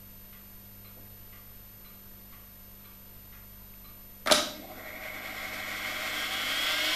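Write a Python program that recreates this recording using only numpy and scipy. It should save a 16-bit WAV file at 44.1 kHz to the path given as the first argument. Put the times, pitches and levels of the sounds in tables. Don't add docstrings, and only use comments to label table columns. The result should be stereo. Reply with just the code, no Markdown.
import sys
import numpy as np
from scipy import signal
from scipy.fft import rfft, irfft, next_fast_len
from scipy.io import wavfile
from scipy.ndimage import map_coordinates

SR = 44100
rng = np.random.default_rng(int(sys.argv[2]) if len(sys.argv) > 2 else 0)


def generate_wav(signal):
    frames = np.transpose(np.atleast_2d(signal))
    scaled = np.clip(frames, -1, 1) * 32767
    pcm = np.round(scaled).astype(np.int16)
    wavfile.write(sys.argv[1], SR, pcm)


N = 306495

# centre in Hz, width in Hz, level in dB.
DECK_MODES = [(249, 17, -3), (308.3, 9.8, 0.5), (349, 7.5, -3.5), (510, 122, -7.5), (572, 53, -3.5),
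              (620.7, 28, 2.5), (758, 40.6, -0.5)]
# centre in Hz, width in Hz, level in dB.
GUIDE_MODES = [(1874, 83, 5.5), (2160, 117, 13.5), (2320, 69, -10)]
# frequency in Hz, level in dB per Hz.
HOUSING_SPECTRUM = [(600, -45), (930, -5.5), (1120, 4), (1400, 1.5), (1600, 3), (1760, -7), (2480, -7),
                    (3000, -1), (3480, -3.5), (3660, -15), (4400, -6.5), (5300, -8), (7000, -26),
                    (12000, -50)]
# centre in Hz, width in Hz, level in dB.
FLANGE_MODES = [(2700, 130, -4.5), (2870, 190, 4), (3306, 127, 4.5), (3505, 130, 1)]
# frequency in Hz, level in dB per Hz.
TAPE_SPECTRUM = [(600, -18), (1300, -11), (2600, 7), (4200, 8), (5200, 1.5), (6200, 1.5), (7500, -0.5),
                 (9500, -4), (12000, -6), (14500, -4.5), (16000, -22)]
# frequency in Hz, left minus right in dB.
SPOOL_LEAN = [(60, -0.5), (130, -1.0), (290, -1), (640, 0), (1410, 0), (3100, 3), (6820, -1.5), (15000, -1)]
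START_S, TURNS_GAIN = 4.5, 12.5
FULL_SPEED = 30
CREEP = 0.17
SPOOL_FADE_S = 0.11
DECK_DB, DECK_GROWS = -38.5, 1
GUIDE_DB, GUIDE_GROWS = -33, 0.73
HOUSING_DB, HOUSING_GROWS = -33, 1.48
SING_DB, SING_GROWS = -32, 3.5
HISS_DB, HISS_GROWS = -33, 1.5
FLANGE_SIDE_DB = 4.5


def spooling():
    running_s = np.maximum(clock_time() - START_S, 0)
    speed = TURNS_GAIN * running_s / FULL_SPEED
    turns = TURNS_GAIN * running_s ** 2 / 2
    drive = rolling(turns, speed)
    rung = panels(drive, t60=0.12, ring_db=-9)
    rubbing = panels(noise(), t60=0.05, ring_db=-6.0)

    def part(source, response, db, grows):
        sound = voiced(source, response, DECK_LIKENESS)
        level = amp(db) * np.hypot(speed, CREEP) ** grows
        return level * sound / sound[:, speed > 0].std()

    deck = part(drive, body(DECK_MODES), DECK_DB, DECK_GROWS)
    guide = part(rung, body(GUIDE_MODES), GUIDE_DB, GUIDE_GROWS)
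    housing = part(rung, colour(HOUSING_SPECTRUM), HOUSING_DB, HOUSING_GROWS)
    flange = part(drive, body(FLANGE_MODES), SING_DB, SING_GROWS)
    flange = flange * amp([[FLANGE_SIDE_DB / 2], [-FLANGE_SIDE_DB / 2]])
    hiss = part(rubbing, colour(TAPE_SPECTRUM), HISS_DB, HISS_GROWS)
    hiss = hiss * amp(0.77 * wobble(40))

    engaged = np.clip((clock_time() - BRAKE_CONTACTS[-1][0]) / SPOOL_FADE_S, 0, 1)
    flutter = amp(0.86 * wobble(24))
    return engaged * placed(deck + guide + housing + flange + hiss, SPOOL_LEAN) * flutter


# multiple of the ball-pass rate, level in dB against a bearing tone.
TAPE_ROLLERS = [(1.69, -8), (3.38, -6.5), (5.36, -6), (11.84, 0)]
BALL_PASSES = 6.275
LOWEST_PASS, HIGHEST_PASS = 7, 32
TONE_DB, TONE_SCATTER_DB = -11, 1.5
TONE_GROWS = 1.4
WAVY_ORDER, WAVY_WIDTH, WAVY_DB = 21.8, 2.2, 5
THIN_BELOW = 10


def rolling(turns, speed):
    drive = noise()
    size, track_db = 2048, 5
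    swing, slip = 0.9, 0.012
    for channel in drive:
        surface = rng.standard_normal(size)
        channel += amp(track_db) * map_coordinates(surface, [turns / 2 * size % size], mode="grid-wrap")
    drive = unit(drive)

    passes = np.arange(LOWEST_PASS, HIGHEST_PASS + 1)
    wavy_db = WAVY_DB * np.exp(-((passes - WAVY_ORDER) / WAVY_WIDTH) ** 2)
    thin_db = 10 * np.log10(1 + (THIN_BELOW / passes) ** 4)
    for order, db in TAPE_ROLLERS + list(zip(passes, wavy_db - thin_db)):
        sway = swing * order / 20 * np.cos(2 * np.pi * (turns + rng.random()))
        ball_slip = slip * order * wobble(10)
        phase = 2 * np.pi * order * BALL_PASSES * turns + sway + ball_slip
        force = speed ** TONE_GROWS * amp(TONE_DB + db + rng.normal(0, TONE_SCATTER_DB))
        drive += force * np.sin(phase + rng.uniform(0, 2 * np.pi, (2, 1)))
    return drive


def panels(drive, t60, ring_db):
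    t = np.arange(SR // 6) / SR
    ring = rng.standard_normal((2, len(t))) * amp(-60 * t / t60)
    ring = ring / np.linalg.norm(ring[0])
    return drive + amp(ring_db) * signal.fftconvolve(drive, ring, axes=1)[:, :N]


# start in seconds, then thud, clank and crack levels in dB before trim.
BRAKE_CONTACTS = [(4.260, -25.5, -31.5, -39.5), (4.2723, -24.5, -24, -28.5), (4.280, -28.5, -24.5, -40),
                  (4.2995, -21.5, -20, -50), (4.3114, -10, -26.5, -18.5), (4.3211, -15, -22.5, -12.5)]
# centre in Hz, width in Hz, level in dB.
CHASSIS_MODES = [(126, 32, -14.5), (241, 28, -1.5), (326, 110, -9.5), (585, 66, 4.5), (633, 56, 5),
                 (783, 44, -1.5), (953, 36, -6)]
# centre in Hz, width in Hz, level in dB.
LEVER_MODES = [(1216, 220, -6.5), (1490, 194, -2.5), (1596, 91, -2), (2064, 320, -9)]
# frequency in Hz, level in dB per Hz.
CRACK_SPECTRUM = [(1000, -22), (1900, -16), (2800, -7), (3400, 1), (3800, 3), (4200, -3.5), (5250, -3.5),
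                  (6500, -11), (8000, -15.5), (9600, -11.5), (11700, -18.5), (15000, -33)]
# frequency in Hz, left minus right in dB.
BRAKE_LEAN = [(60, -0.5), (130, -1), (290, 2), (640, 2), (1410, 0.5), (3100, 0.5), (6820, -2), (15000, -2)]
THUD_TRIM_DB, CLANK_TRIM_DB, CRACK_TRIM_DB = -9.5, -4.5, -2
REBOUND_S, REBOUND_THUD_DB, REBOUND_STEEL_DB = 0.003, -9.5, -3


def brakes():
    chassis, steel = np.zeros((2, 2, N))
    blows = [(0, 0, 0), (REBOUND_S, REBOUND_THUD_DB, REBOUND_STEEL_DB)]
    for s, thud_db, clank_db, crack_db in BRAKE_CONTACTS:
        for late_s, thud_loss_db, steel_loss_db in blows:
            thud = knock(body(CHASSIS_MODES))
            clank = burst(body(LEVER_MODES), t60=0.026, alike=DECK_LIKENESS)
            crack = burst(colour(CRACK_SPECTRUM), t60=0.03, alike=DECK_LIKENESS)
            add(chassis, s + late_s, amp(thud_db + thud_loss_db + THUD_TRIM_DB) * thud)
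            add(steel, s + late_s, amp(clank_db + steel_loss_db + CLANK_TRIM_DB) * clank)
            add(steel, s + late_s, amp(crack_db + steel_loss_db + CRACK_TRIM_DB) * crack)
    wet = room(amp(-5.5) * chassis + amp(-2.5) * steel, build_s=0.013)
    return placed(chassis + steel + wet, BRAKE_LEAN)


# centre in Hz, width in Hz, level in dB.
PALLET_MODES = [
    [(1136, 34, 2), (1390, 140, -6), (2040, 110, 0.5), (2450, 130, -4.5), (2980, 1000, -11.5)],
    [(1156, 74, 1), (1380, 140, -3.5), (2310, 190, -4), (3300, 440, -12), (4040, 52, 1.5)],
]
PALLET_LEVELS = [-48, -49]
FIRST_BEAT_S, SWING_S, TOCK_AFTER_S = 0.326, 0.999, 0.519
PALLET_TRIM_DB = -5.5


def clock():
    out = np.zeros((2, N))
    for tick_s in np.arange(FIRST_BEAT_S, N / SR, SWING_S):
        beats_s = [tick_s, tick_s + TOCK_AFTER_S]
        for s, db, case in zip(beats_s, PALLET_LEVELS, PALLET_MODES):
            add(out, s, amp(db + PALLET_TRIM_DB) * burst(body(case), t60=0.12, alike=AIR_LIKENESS))
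    return out + amp(4.0) * room(out, build_s=0.0021)


# start in seconds, level in dB, centre in Hz, 60 dB decay in seconds.
KEY_TOUCHES = [(0.968, -54, 290, 0.25), (.972, -55.5, 546, 0.48), (3.738, -57.5, 2500, .03)]


def finger():
    out = np.zeros((2, N))
    for s, db, hz, t60 in KEY_TOUCHES:
        resonance = body([(hz, hz * 0.4, 0)])
        touch = burst(lambda f: resonance(f) ** 2, t60=t60, alike=AIR_LIKENESS)
        add(out, s, amp(db) * touch)
    return out


def idle():
    return mains(count=14) + whistle(count=4) + background()


# multiple of the mains frequency, mean level in dB.
HUM_LINES = [(1, -60), (2, -59.5), (4, -59.5), (10, -73)]
MAINS_HZ, BUZZ_DB = 50, -79


def mains(count):
    strong = {round(k): db for k, db in HUM_LINES}
    out = 0
    for k in range(1, count + 1):
        out = out + tone(k * MAINS_HZ, strong.get(k, BUZZ_DB) + 1.8 * wobble(2.46))
    return out


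WHISTLE_HZ, WHISTLE_DB = 13025, -53.5
RIPPLE_BELOW_DB, RIPPLE_ABOVE_DB, RIPPLE_FALL_DB = -65.5, -75, 5.5


def whistle(count):
    out = tone(WHISTLE_HZ, WHISTLE_DB + 0.39 * wobble(3.0))
    for k in range(1, count + 1):
        fall_db = RIPPLE_FALL_DB * np.log2(k)
        out += tone(WHISTLE_HZ - k * MAINS_HZ, RIPPLE_BELOW_DB - fall_db)
        out += tone(WHISTLE_HZ + k * MAINS_HZ, RIPPLE_ABOVE_DB - fall_db)
    leaning = out * amp([[1.0], [-1.0]])
    lower = tone(9399, -77 + 2 * wobble(12))
    return leaning + lower


# frequency in Hz, level in dB per Hz.
AIR_SPECTRUM = [(150, -0.5), (260, -2), (370, -6), (494, -7), (749, -8.5), (1000, -7), (1080, -8),
                (12000, -15.5), (15600, -66), (22000, -120)]
# frequency in Hz, level in dB per Hz.
FIZZ_SPECTRUM = [(4000, -30), (11000, -14), (12100, -3), (12700, 2), (13050, 4), (13600, -1), (15000, -2),
                 (15600, -30)]
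# frequency in Hz, level in dB per Hz.
RUMBLE_SPECTRUM = [(12, 7.5), (27, 3.5), (40, -8), (70, -7), (135, -18.5), (260, -28), (400, -51)]
# frequency in Hz, left-right likeness from -1 to 1.
AIR_LIKENESS = [(25, -0.29), (70, 0.071), (200, 0.13), (600, 0.14), (1500, 0.095), (4000, -0.0025),
                (12000, 0.21)]


def background():
    air = amp(-55) * voiced(noise(), colour(AIR_SPECTRUM), AIR_LIKENESS)
    fizz = amp(-67) * voiced(noise(), colour(FIZZ_SPECTRUM), AIR_LIKENESS)
    rumble = amp(-52.5) * voiced(noise(), colour(RUMBLE_SPECTRUM), AIR_LIKENESS)
    return air + fizz + rumble


# frequency in Hz, 60 dB decay in seconds.
ROOM_DECAY = [(150, 1), (600, 0.53), (2000, 0.46), (4500, 0.51), (8000, 0.43), (14000, 0.3)]
# frequency in Hz, left-right likeness from -1 to 1.
DECK_LIKENESS = [(250, 0.98), (650, .92), (1300, 0.77), (2100, 0.14), (4000, -0.33), (9000, 0.047)]


def room(x, build_s):
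    hz, t, z = signal.stft(rng.standard_normal((2, SR)), SR, nperseg=256)
    decay = amp(-60 * t / along(ROOM_DECAY, hz)[:, None])
    build = 1 - np.exp(-t / build_s)
    tail = signal.istft(z * decay * build, SR, nperseg=256)[1]
    wet = signal.fftconvolve(x, tail / np.linalg.norm(tail[0]), axes=1)[:, :N]
    return spread(wet, DECK_LIKENESS)


def knock(response):
    hit = filtered(signal.unit_impulse(SR // 3), response)
    return np.array([hit, hit]) / np.sqrt(np.mean(hit[:SR // 100] ** 2))


def burst(response, t60, alike):
    t = np.arange(SR // 3) / SR
    rattle = rng.standard_normal((2, len(t))) * amp(-60 * t / t60)
    hit = spread(filtered(rattle, response), alike)
    return hit / np.sqrt(np.mean(hit[:, :SR // 100] ** 2))


def tone(hz, db):
    return np.sqrt(2) * amp(db) * np.sin(2 * np.pi * (hz * clock_time() + rng.random()))


def noise():
    return rng.standard_normal((2, N))


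def voiced(drive, response, alike):
    return unit(spread(filtered(drive, response), alike))


def body(modes):
    def response(f):
        total = 0
        for k, (centre, width, db) in enumerate(modes):
            damping = 1j * f * width
            total = total + (-1) ** k * amp(db) * damping / (centre * centre - f * f + damping)
        return total
    return response


def colour(points):
    return lambda f: amp(along(points, f))


def spread(pair, alike):
    def mid_side(f):
        turn = np.arccos(np.clip(along(alike, f), -1, 1)) / 2
        return np.array([np.cos(turn), np.sin(turn)])
    mid, side = filtered(pair, mid_side)
    return np.array([mid + side, mid - side])


def placed(x, sides):
    return filtered(x, lambda f: amp(np.array([along(sides, f), -along(sides, f)]) / 2))


def add(track, s, sound):
    part = track[:, round(s * SR):][:, :sound.shape[1]]
    part += sound[:, :part.shape[1]]


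def filtered(x, response):
    length = x.shape[-1]
    m = next_fast_len(length + SR // 4)
    return irfft(rfft(x, m) * response(np.fft.rfftfreq(m, 1 / SR)), m)[..., :length]


def wobble(rate):
    knots = rng.standard_normal(int(N * rate / SR) + 4)
    return map_coordinates(knots, [clock_time() * rate], mode="nearest")


def clock_time():
    return np.arange(N) / SR


def along(points, hz):
    f, v = np.transpose(points)
    return np.interp(np.log(hz + 1), np.log(f + 1), v)


def unit(x):
    return x / np.sqrt(np.mean(x ** 2) + 1e-20)


def amp(db):
    return 10 ** (np.asarray(db) / 20)


def scene():
    return spooling() + brakes() + clock() + finger() + idle()


def record(dry):
    return filtered(dry, lambda hz: hz < 15400)


dry = scene()
out = record(dry)
generate_wav(out)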